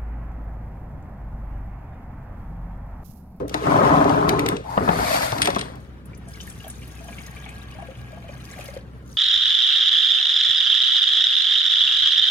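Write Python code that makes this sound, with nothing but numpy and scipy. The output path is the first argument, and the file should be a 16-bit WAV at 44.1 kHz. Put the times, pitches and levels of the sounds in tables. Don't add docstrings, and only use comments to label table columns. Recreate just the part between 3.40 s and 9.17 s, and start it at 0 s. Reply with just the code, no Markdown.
import sys
import numpy as np
from scipy import signal
from scipy.io import wavfile
from scipy.ndimage import uniform_filter1d

SR = 44100
rng = np.random.default_rng(int(sys.argv[2]) if len(sys.argv) > 2 else 0)


def to_wav(s):
    ch = np.atleast_2d(s).T
    pcm = np.round(np.clip(ch, -1, 1) * 32767)
    wavfile.write(sys.argv[1], SR, pcm.astype(np.int16))


def attenuation_scalar(level_db):
    decades = np.asarray(level_db, float) / 20
    return 10 ** decades


N = 254456

# [t/s, weight on counter level/dB, sliding speed level/dB]
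JOSTLE = [
    (0, -24, -49.5),
    (0.06, -30, -75),
    (0.09, -41, -60),
    (0.13, -33, -45),
    (0.2, -31, -42),
]
PUSH = [
    (0.235, -27, -39),
    (0.265, -16, -37),
    (0.4, -13.5, -33),
    (0.68, -15, -36.5),
    (0.8, -16, -39.5),
    (1.03, -19, -43.5),
    (1.15, -25, -47),
    (1.2, -36.5, -57),
    (1.239, -42, -63),
]
DRAG = [
    (1.24, -52, -56),
    (1.33, -40, -45),
    (1.42, -22.5, -46),
    (1.54, -25.5, -37),
    (1.61, -20.5, -33.5),
    (1.66, -31, -30),
    (1.75, -28, -27.5),
    (1.86, -32.5, -32),
    (1.92, -44, -35.5),
]
SETTLE = [
    (1.97, -29, -39),
    (2.08, -27.5, -46),
    (2.22, -33, -54),
    (2.38, -43.5, -64),
    (2.46, -68, -86),
]
# [power of weight, power of speed, level/dB]
JARS_SCRAPE = (1.2, .3, 12.8)
TUB_SCRAPE = (.6, .35, 2.5)
# [f/Hz, width/Hz, level/dB]
JARS_COLOUR = [(29, -51), (50, -16.5), (155, -7.5), (218, -9.5), (291, 1.5), (337, -10), (408, 9.5),
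               (1210, -11), (1870, -20), (12900, -45.5), (16000, -54)]
JARS_RING = [(156.4, 45, -1), (297, 16, -3), (641, 13, -1.5), (1043, 26, 3), (1267, 11.5, 4.5)]
TUB_COLOUR = [(29, -29), (50, -8), (189, -13), (291, -5.5), (337, -13.5), (428, -0.5), (646, 1), (997, -9),
              (2160, -16.5), (3030, -26.5), (4560, -23), (5530, -29), (13200, -33), (14900, -39),
              (16000, -66)]
TUB_RING = [(173, 50, -4), (302, 36, -6.5), (625, 14, -0.5), (4750, 510, -6.5)]
# [t/s, level/dB]
RUB = [
    (1.235, -54),
    (1.26, -38),
    (1.34, -35),
    (1.375, -40),
]
RUB_HZ, RUB_CLIMB_HZ, RUB_WIDTH_HZ = 780., 150., 240.
# [t/s, level/dB, f/Hz, t60/s, contact level/dB if hard]
THUDS = [(0.1425, -23, 305, 0.22, -1.5), (1.118, -20.5, 183, 0.14), (1.376, -10.5, 200, 0.12, -14),
         (1.407, -22.5, 300, 0.049), (1.449, -27, 178, 0.024), (1.476, -17.5, 208, 0.2),
         (1.489, -10.5, 173, 0.14, -8), (1.529, -16, 472, 0.061), (1.925, -18.5, 125, 0.094),
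         (2.074, -18.5, 730, 0.087), (2.085, -17.5, 554, 0.11), (2.163, -15, 202, 0.1)]
# [t/s, level/dB, top band re clack/dB, glass ring re clack/dB if struck]
CLACKS = [(0.0815, -36.5, 1.5), (0.0945, -29.5, -5), (0.1425, -17, -12), (0.6425, -26, -37),
          (0.6948, -25.5, -15), (0.8854, -30, -4), (0.8922, -13, -5), (0.9933, -16, -6), (1.062, -16, -11),
          (1.087, -16.5, -1.5), (1.1673, -26.5, -41.5), (1.9205, -22, -19), (1.9832, -23, -20),
          (2.356, -45.5, 0), (2.4474, -50, -12)]
CLINKS = [(2.0184, -7.5, -15, -20.5), (2.0274, -16, -22, -24), (2.0486, -22, -11, -30),
          (2.0564, -13, -9, -38), (2.073, -15.5, -9, -31), (2.103, -21, -13, -29), (2.148, -23.5, -16, -31),
          (2.16, -23.5, -10, -29), (2.1854, -26, -36, -22), (2.1919, -20, -22, -23.5),
          (2.2114, -20, -34, -27)]
# [f/Hz, level/dB]
CLACK_COLOUR = [(710, -30), (1200, -14), (2140, -5), (3310, -5.5), (4930, -6.5), (7570, -19), (8000, -14),
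                (10400, -35), (17600, -120)]
# [f/Hz, level/dB, t60/s]
GLASS = [(2800, -4, .06), (3343, 0, .15), (4828, -6, .1), (8634, 0, .26), (8662, -6, .2), (8700, -2, .05)]
# [t/s, flow level/dB, spray re flow/dB as the stream breaks up]
POUR = [(2.4, -65, 0), (2.6, -68.5, -21), (2.84, -62, -16), (2.9, -57, -1.5), (3.07, -54, 0.5),
        (3.17, -57, -1.5), (3.28, -51.5, -3.5), (3.38, -60, 2), (3.6, -52.5, -3), (3.85, -50.5, -3.5),
        (4.1, -49.5, -12), (4.7, -55, -10), (4.9, -54, -11), (5.05, -53, -5), (5.25, -48, -4.5),
        (5.37, -53.5, -6.5), (5.46, -67, -12), (5.64, -64.5, -8)]
FULL_FLOW_S = 3.4, 5.38
# [f/Hz, level/dB]
POUR_COLOUR = [(240, -46), (400, -6), (425, -3), (676, 4), (826, 2), (879, -8), (1650, -10.5), (1990, -11),
               (2320, -6.5), (5600, -20), (6850, -15.5), (7400, -30), (8240, -20.5), (12100, -22.5),
               (16000, -32)]
# [f/Hz, width/Hz, level/dB]
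PAN = [(680, 60, -14), (1150, 48, -2.5), (1642, 5.9, 10.5), (1860, 9.8, 2), (2380, 27, -8), (3080, 58, -6)]
# [t/s, level/dB, f/Hz, t60/s]
GLUGS = [(2.869, -48, 670, 0.2), (3.245, -33.5, 735, 0.045), (3.266, -31, 640, 0.052),
         (3.607, -37.5, 648, 0.11), (3.684, -32.5, 670, 0.068), (4.059, -43.5, 805, 0.077),
         (4.35, -41, 620, 0.13), (4.387, -32.5, 776, 0.12), (4.423, -31, 674, 0.064),
         (4.484, -32.5, 519, 0.13), (4.727, -38.5, 625, 0.11), (4.773, -38, 684, 0.1),
         (4.842, -40, 666, 0.12), (4.891, -29, 560, 0.048), (5.175, -39, 734, 0.08),
         (5.191, -22.5, 563, 0.025), (5.235, -41, 553, 0.08), (5.285, -32.5, 543, 0.068),
         (5.334, -37, 580, 0.08), (5.365, -22, 513, 0.041)]
# [t/s, level/dB, f/Hz]
PLINKS = [(2.732, -46.5, 2280), (2.954, -48, 2800), (3.0028, -36.5, 2970), (3.0734, -39, 1770),
          (3.203, -40.5, 2820), (3.2417, -42.5, 3170), (3.419, -44, 2310), (3.4316, -44, 2730),
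          (3.6829, -44, 2420), (3.727, -39, 2340), (3.7836, -35.5, 2200), (3.9657, -37, 2330),
          (4.0401, -42.5, 2340), (4.061, -37, 2200), (4.0899, -39, 2380), (4.3219, -43.5, 2800),
          (4.8895, -42.5, 2370), (5.2098, -39, 2440), (5.2593, -45, 2760)]
SPITS = [(2.6565, -44, 10500), (2.748, -49, 6000), (2.775, -47, 10400), (2.885, -41.5, 8340),
         (2.9356, -41.5, 5050), (3.01, -33, 6040), (3.0695, -39, 10600), (3.0997, -33.5, 7920),
         (3.28, -33, 11700), (3.3006, -32.5, 8020), (3.4774, -42.5, 10950), (4.091, -41, 7880),
         (5.1126, -37, 6700)]
# [t/s, level/dB]
SMACKS = [
    (4.3131, -44),
    (4.6154, -47),
    (4.7197, -47),
    (5.0524, -41),
    (5.1886, -40),
    (5.2584, -40),
    (5.2799, -42),
    (5.3403, -44),
    (5.3737, -43),
]
SMACK_TOP_DB = -.5
JUG_S, JUG_RISE_S, JUG_DB = 5.64, 0.058, -57.5
FIRING_HZ = 31.14
DRONE = [(1, -42), (2, 2.5), (3, -18), (4, -3.5), (5, -5), (6, -9.5), (7, -20), (8, -15.5), (10, -15),
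         (12, -15.5), (14, -15)]
DRONE_DB = [(0, -39.5), (2.2, -41.5), (3.3, -41.5), (3.6, -42), (5.77, -42.5)]
# [f/Hz, level/dB]
AIR = [(12, -48), (20, -25), (49, -16), (127, -2.5), (150, -16.5), (187, -8.5), (399, -25), (542, -22.5),
       (660, -31.5), (1290, -31.5), (7520, -58), (10500, -59), (16000, -62)]
AIR_DB = -43
# [f/Hz, t60/s]
CABIN = [(100, 0.46), (500, 0.28), (2000, 0.48), (8000, 0.38), (16000, 0.026)]
# [f/Hz, left-right level/dB]
LEFT_PAIR = [
    [(0, 0), (260, -0.0), (600, 2.2), (1640, 3.6), (3010, 1.1), (4480, 5.9), (5940, 9.0), (7060, 12.3), (7670, 10.0), (8700, 9.2), (9650, 9.3), (10700, 9.0), (12100, 6.5), (16100, 6.2)],
    [(60, 3.0), (110, 4.0), (200, 3.5), (380, -1.5), (700, 4.0), (1290, 5.5), (2380, 2.5), (4400, 6.5), (8120, 5.5), (15000, 0.5)],
]
FAR_PAIR = [
    [(0, 0), (600, 0.9), (860, -1.9), (1460, 3.5), (1980, 1.0), (2580, 0.8), (3190, 2.0), (5600, 1.8), (5940, 3.8), (7750, 6.8), (8350, 10.0), (10200, 9.0), (12600, 6.5), (16100, 6.1)],
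    [(60, 1.0), (150, 1.5), (380, 0.0), (950, 3.5), (2380, 2.0), (5980, 3.5), (15000, 0.0)],
]
# [f/Hz, likeness/0-1]
LIKENESS = [(30, .99), (125, .93), (300, .75), (600, .8), (1500, .4), (4000, .3), (9000, .5), (11500, .6),
            (12500, .96)]


def evened(x):
    return x / np.sqrt(np.mean(x ** 2) + 1e-20)


def steady(x, seconds):
    power = abs(uniform_filter1d(x ** 2, size=round(seconds * SR)))
    return x / np.sqrt(power + 1e-9)


def read(points, hz):
    f, value = np.transpose(points)
    return np.interp(np.log(hz + 1), np.log(f + 1), value)


def played(rows):
    s, *columns = np.transpose(rows)
    return [attenuation_scalar(np.interp(np.arange(N) / SR, s, c, -120, -120)) for c in columns]


def add(mix, s, sound):
    part = mix[round(s * SR):][:len(sound)]
    part += sound[:len(part)]


def colour(x, points, modes=(), modes_db=0.):
    hz = abs(np.fft.fftfreq(8192, 1 / SR))
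    peaks = sum(attenuation_scalar(db + modes_db) ** 2 / (1 + (2 * (hz - f) / width) ** 2) for f, width, db in modes)
    log_gain = np.log(np.maximum(attenuation_scalar(read(points, hz)), 1e-5) * np.sqrt(1 + peaks))
    response = np.exp(np.conj(signal.hilbert(log_gain)))
    taps = np.fft.ifft(response).real[:4096]
    return signal.oaconvolve(x, taps)[:len(x)]


def band(x, lo_hz, hi_hz):
    sos = signal.butter(N=2, Wn=[lo_hz, hi_hz], btype="band", fs=SR, output="sos")
    return evened(signal.sosfilt(sos, x))


def wander(seconds):
    size = max(round(seconds * SR / 32), 2)
    coarse = rng.standard_normal(N // 32 + 2)
    coarse = evened(uniform_filter1d(uniform_filter1d(coarse, size), size))
    return np.interp(np.arange(N) / 32, np.arange(len(coarse)), coarse)


def grit(per_s, spread_db, clump_db, clump_s):
    size = attenuation_scalar(spread_db * np.minimum(rng.exponential(1, N), 5)) * rng.standard_normal(N)
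    struck = rng.random(N) < per_s / SR
    return size * struck * attenuation_scalar(clump_db * wander(clump_s))


def slide(rows, law, points, modes, slips_per_s, uneven_db):
    thrum, hiss = played(rows)
    weight_power, speed_power, scrape_db = law
    scrape = thrum ** weight_power * hiss ** speed_power * attenuation_scalar(scrape_db)
    slips = colour(grit(slips_per_s, uneven_db, .8, .008), points, modes, modes_db=6.)
    grain = colour(grit(14000, 1.2, 1.07, 0.026), points, modes, modes_db=6.5)
    counter = thrum * steady(band(slips, 60, 400), .06)
    body = scrape * steady(band(slips, 400, 1800), .04)
    return counter + body + hiss * band(grain, 2070, 20000)


def squeak():
    hz = RUB_HZ + RUB_CLIMB_HZ * np.interp(np.arange(N) / SR, [RUB[0][0], RUB[2][0]], [0, 1])
    r = np.exp(-np.pi * RUB_WIDTH_HZ / SR)
    a, b = signal.lfilter([1], np.convolve([1, -r], [1, -r]), rng.standard_normal((2, N)))
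    carrier = np.exp(2j * np.pi * np.cumsum(hz) / SR)
    whistle = ((a + 1j * b) * carrier).real
    return played(RUB)[0] * steady(whistle, 0.037)


def thuds():
    out, t = np.zeros(N), np.arange(6000) / SR
    chance = rng.standard_normal((len(THUDS), 2, 6000))
    for (s, db, hz, t60, *bright_db), (rattle, contact) in zip(THUDS, chance):
        fade = attenuation_scalar(-60 * t / t60)
        rattle = band(band(rattle, 206, 1290), 206, 1290) * fade
        body = np.sin(2 * np.pi * hz * t) + 1.08 * rattle
        tick = band(band(contact, 1000, 3300), 1000, 3300) * attenuation_scalar(-60 * t / .022)
        tick = attenuation_scalar(max(bright_db, default=-30)) * tick
        add(out, s, attenuation_scalar(db - 2.5) * (body * fade * (1 - np.exp(-t / .0006)) + tick))
    return out


def clacks(rows, t60):
    out, t = np.zeros(N), np.arange(4000) / SR
    chance = rng.standard_normal((len(rows), 2, 4000))
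    long = np.arange(16000) / SR
    ring = sum(attenuation_scalar(db - 60 * long / decay) * np.sin(2 * np.pi * hz * long) for hz, db, decay in GLASS)
    for (s, db, top_db, *ring_db), (crack, top) in zip(rows, chance):
        crack = evened(colour(crack, CLACK_COLOUR)) * attenuation_scalar(-60 * t / t60)
        top = attenuation_scalar(top_db) * band(top, 6000, 14800) * attenuation_scalar(-60 * t / (0.61 * t60))
        add(out, s, attenuation_scalar(db - 4.5) * (crack + top) * (1 - np.exp(-t / 0.00024)))
        for strike_db in ring_db:
            add(out, s, attenuation_scalar(db + strike_db) * ring)
    return out


def stream():
    s, flow_db, spray_db = np.transpose(POUR)
    metal, spray = played(np.transpose([s, flow_db, flow_db + spray_db]))
    sleeve = attenuation_scalar(JUG_DB) * np.clip((np.arange(N) / SR - JUG_S) / JUG_RISE_S, 0, 1)
    patter = colour(grit(3500, 2.0, 0.46, 0.018), POUR_COLOUR, PAN, modes_db=11.0)
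    burble = colour(grains(grit(300, 2.6, 2.2, .03), 1100, 4800, cycles=11.), POUR_COLOUR)
    fizz = colour(grains(grit(7000, 2.8, 1.8, .01), 3300, 15800, cycles=4.), POUR_COLOUR)
    water = metal * (band(patter, 870, 3440) + .5 * evened(burble))
    return water + (spray + sleeve) * band(fizz, 4850, 16600)


def grains(drops, lo_hz, hi_hz, cycles):
    out, which = np.zeros(N), rng.integers(0, 18, N)
    for k, hz in enumerate(np.geomspace(lo_hz, hi_hz, num=18)):
        turns = np.arange(round(4 * cycles * SR / hz)) * hz / SR
        tone = np.sin(2 * np.pi * turns * (1 + 0.0013 * turns)) * np.exp(-turns / cycles)
        tone = tone / np.linalg.norm(tone) * np.sqrt(hz)
        out += signal.oaconvolve(drops * (which == k), tone)[:N]
    return out


def bubbles(rows, t60, rise, rough, level_db):
    out, t = np.zeros(N), np.arange(4000) / SR
    chance = rng.standard_normal((len(rows), 4000))
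    for (s, db, hz, *own_t60), noise in zip(rows, chance):
        fade = t / (own_t60 or [t60])[0]
        tone = np.sin(2 * np.pi * hz * t * (1 + rise * fade))
        tone = tone + rough * band(noise, 0.8 * hz, 1.28 * hz)
        add(out, s, attenuation_scalar(db + level_db - 60 * fade) * tone * (1 - np.exp(-t * hz * 0.88)))
    return out


def strays(count, lo_hz, hi_hz, over_db):
    when, size, strength = rng.random((count, 3)).T
    start_s, end_s = FULL_FLOW_S
    s = start_s + when * (end_s - start_s)
    flow_db = np.interp(s, *np.transpose(POUR)[:2])
    return list(zip(s, flow_db + over_db - 6 * strength, lo_hz * (hi_hz / lo_hz) ** size))


def generator():
    turns = np.cumsum(FIRING_HZ * (1 + 0.00396 * wander(0.336))) / SR
    orders = np.zeros(N)
    for k, db in DRONE:
        orders += attenuation_scalar(db + 1.25 * wander(0.22)) * np.cos(2 * np.pi * (k * turns + rng.random()))
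    air = colour(rng.standard_normal(N) * attenuation_scalar(1.2 * wander(.03)), AIR)
    return played(DRONE_DB)[0] * attenuation_scalar(-0.5) * evened(orders) + attenuation_scalar(AIR_DB) * evened(air)


def cabin(x):
    hz, t, z = signal.stft(rng.standard_normal(SR // 2), SR, nperseg=256)
    decay = attenuation_scalar(-60 * t / read(CABIN, hz)[:, None]) * (t > .004)
    tail = signal.istft(z * decay, SR, nperseg=256)[1]
    return x + attenuation_scalar(-13.) * signal.oaconvolve(x, tail / np.linalg.norm(tail))[:N]


def pair(x, angles, scattered):
    lag, tilt_db = angles
    hz, t, z = signal.stft(x, SR, nperseg=512)
    a, b = uniform_filter1d(rng.standard_normal((2, *z.shape)), size=3, axis=2)
    scatter = 1.333 * np.exp(1j * np.angle(a + 1j * b))
    like = read(LIKENESS, hz)[:, None] ** scattered
    tilt = attenuation_scalar(read(tilt_db, hz) / 2)
    left = (tilt * np.exp(1j * np.interp(hz, *np.transpose(lag)) / 2))[:, None]
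    right = 1 / left
    mean = np.sqrt(abs(left + like * right) ** 2 + (1 - like ** 2) * abs(right) ** 2) / 2
    ports = np.array([left * z, right * z * (like + np.sqrt(1 - like ** 2) * scatter)])
    return signal.istft(ports / mean, SR, nperseg=512)[1][:, :N]


def scene():
    jars = slide(JOSTLE + PUSH, JARS_SCRAPE, JARS_COLOUR, JARS_RING, slips_per_s=3800, uneven_db=0.4)
    tub = slide(DRAG + SETTLE, TUB_SCRAPE, TUB_COLOUR, TUB_RING, slips_per_s=6000, uneven_db=2.5)
    hits = cabin(thuds() + clacks(CLACKS, t60=0.02) + clacks(CLINKS, t60=0.024))

    faint_glugs = strays(count=10, lo_hz=588, hi_hz=760, over_db=8.0)
    glugs = bubbles(GLUGS + faint_glugs, t60=0.11, rise=0.071, rough=0.3, level_db=2.0)
    faint_plinks = strays(count=30, lo_hz=1577, hi_hz=2970, over_db=8.5)
    plinks = bubbles(PLINKS + faint_plinks, t60=.045, rise=.07, rough=.45, level_db=2.)
    spits = bubbles(SPITS, t60=0.054, rise=0.047, rough=1.1, level_db=-8.5)
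    smacks = clacks([(s, db + 4., SMACK_TOP_DB) for s, db in SMACKS], t60=.012)
    drops = cabin(glugs + plinks + spits + smacks)

    near = pair(jars + tub + squeak(), LEFT_PAIR, scattered=1) + pair(hits, LEFT_PAIR, scattered=.35)
    far = pair(stream() + generator(), FAR_PAIR, scattered=1) + pair(drops, FAR_PAIR, scattered=.3)
    return near + far


def roll_off(x):
    return signal.sosfilt(signal.butter(12, 16500, fs=SR, output="sos"), x)


def record(dry):
    limited = signal.oaconvolve(dry, signal.firwin(255, 16100, fs=SR)[None], "same")
    return roll_off(limited)


dry = scene()
out = record(dry)
to_wav(out)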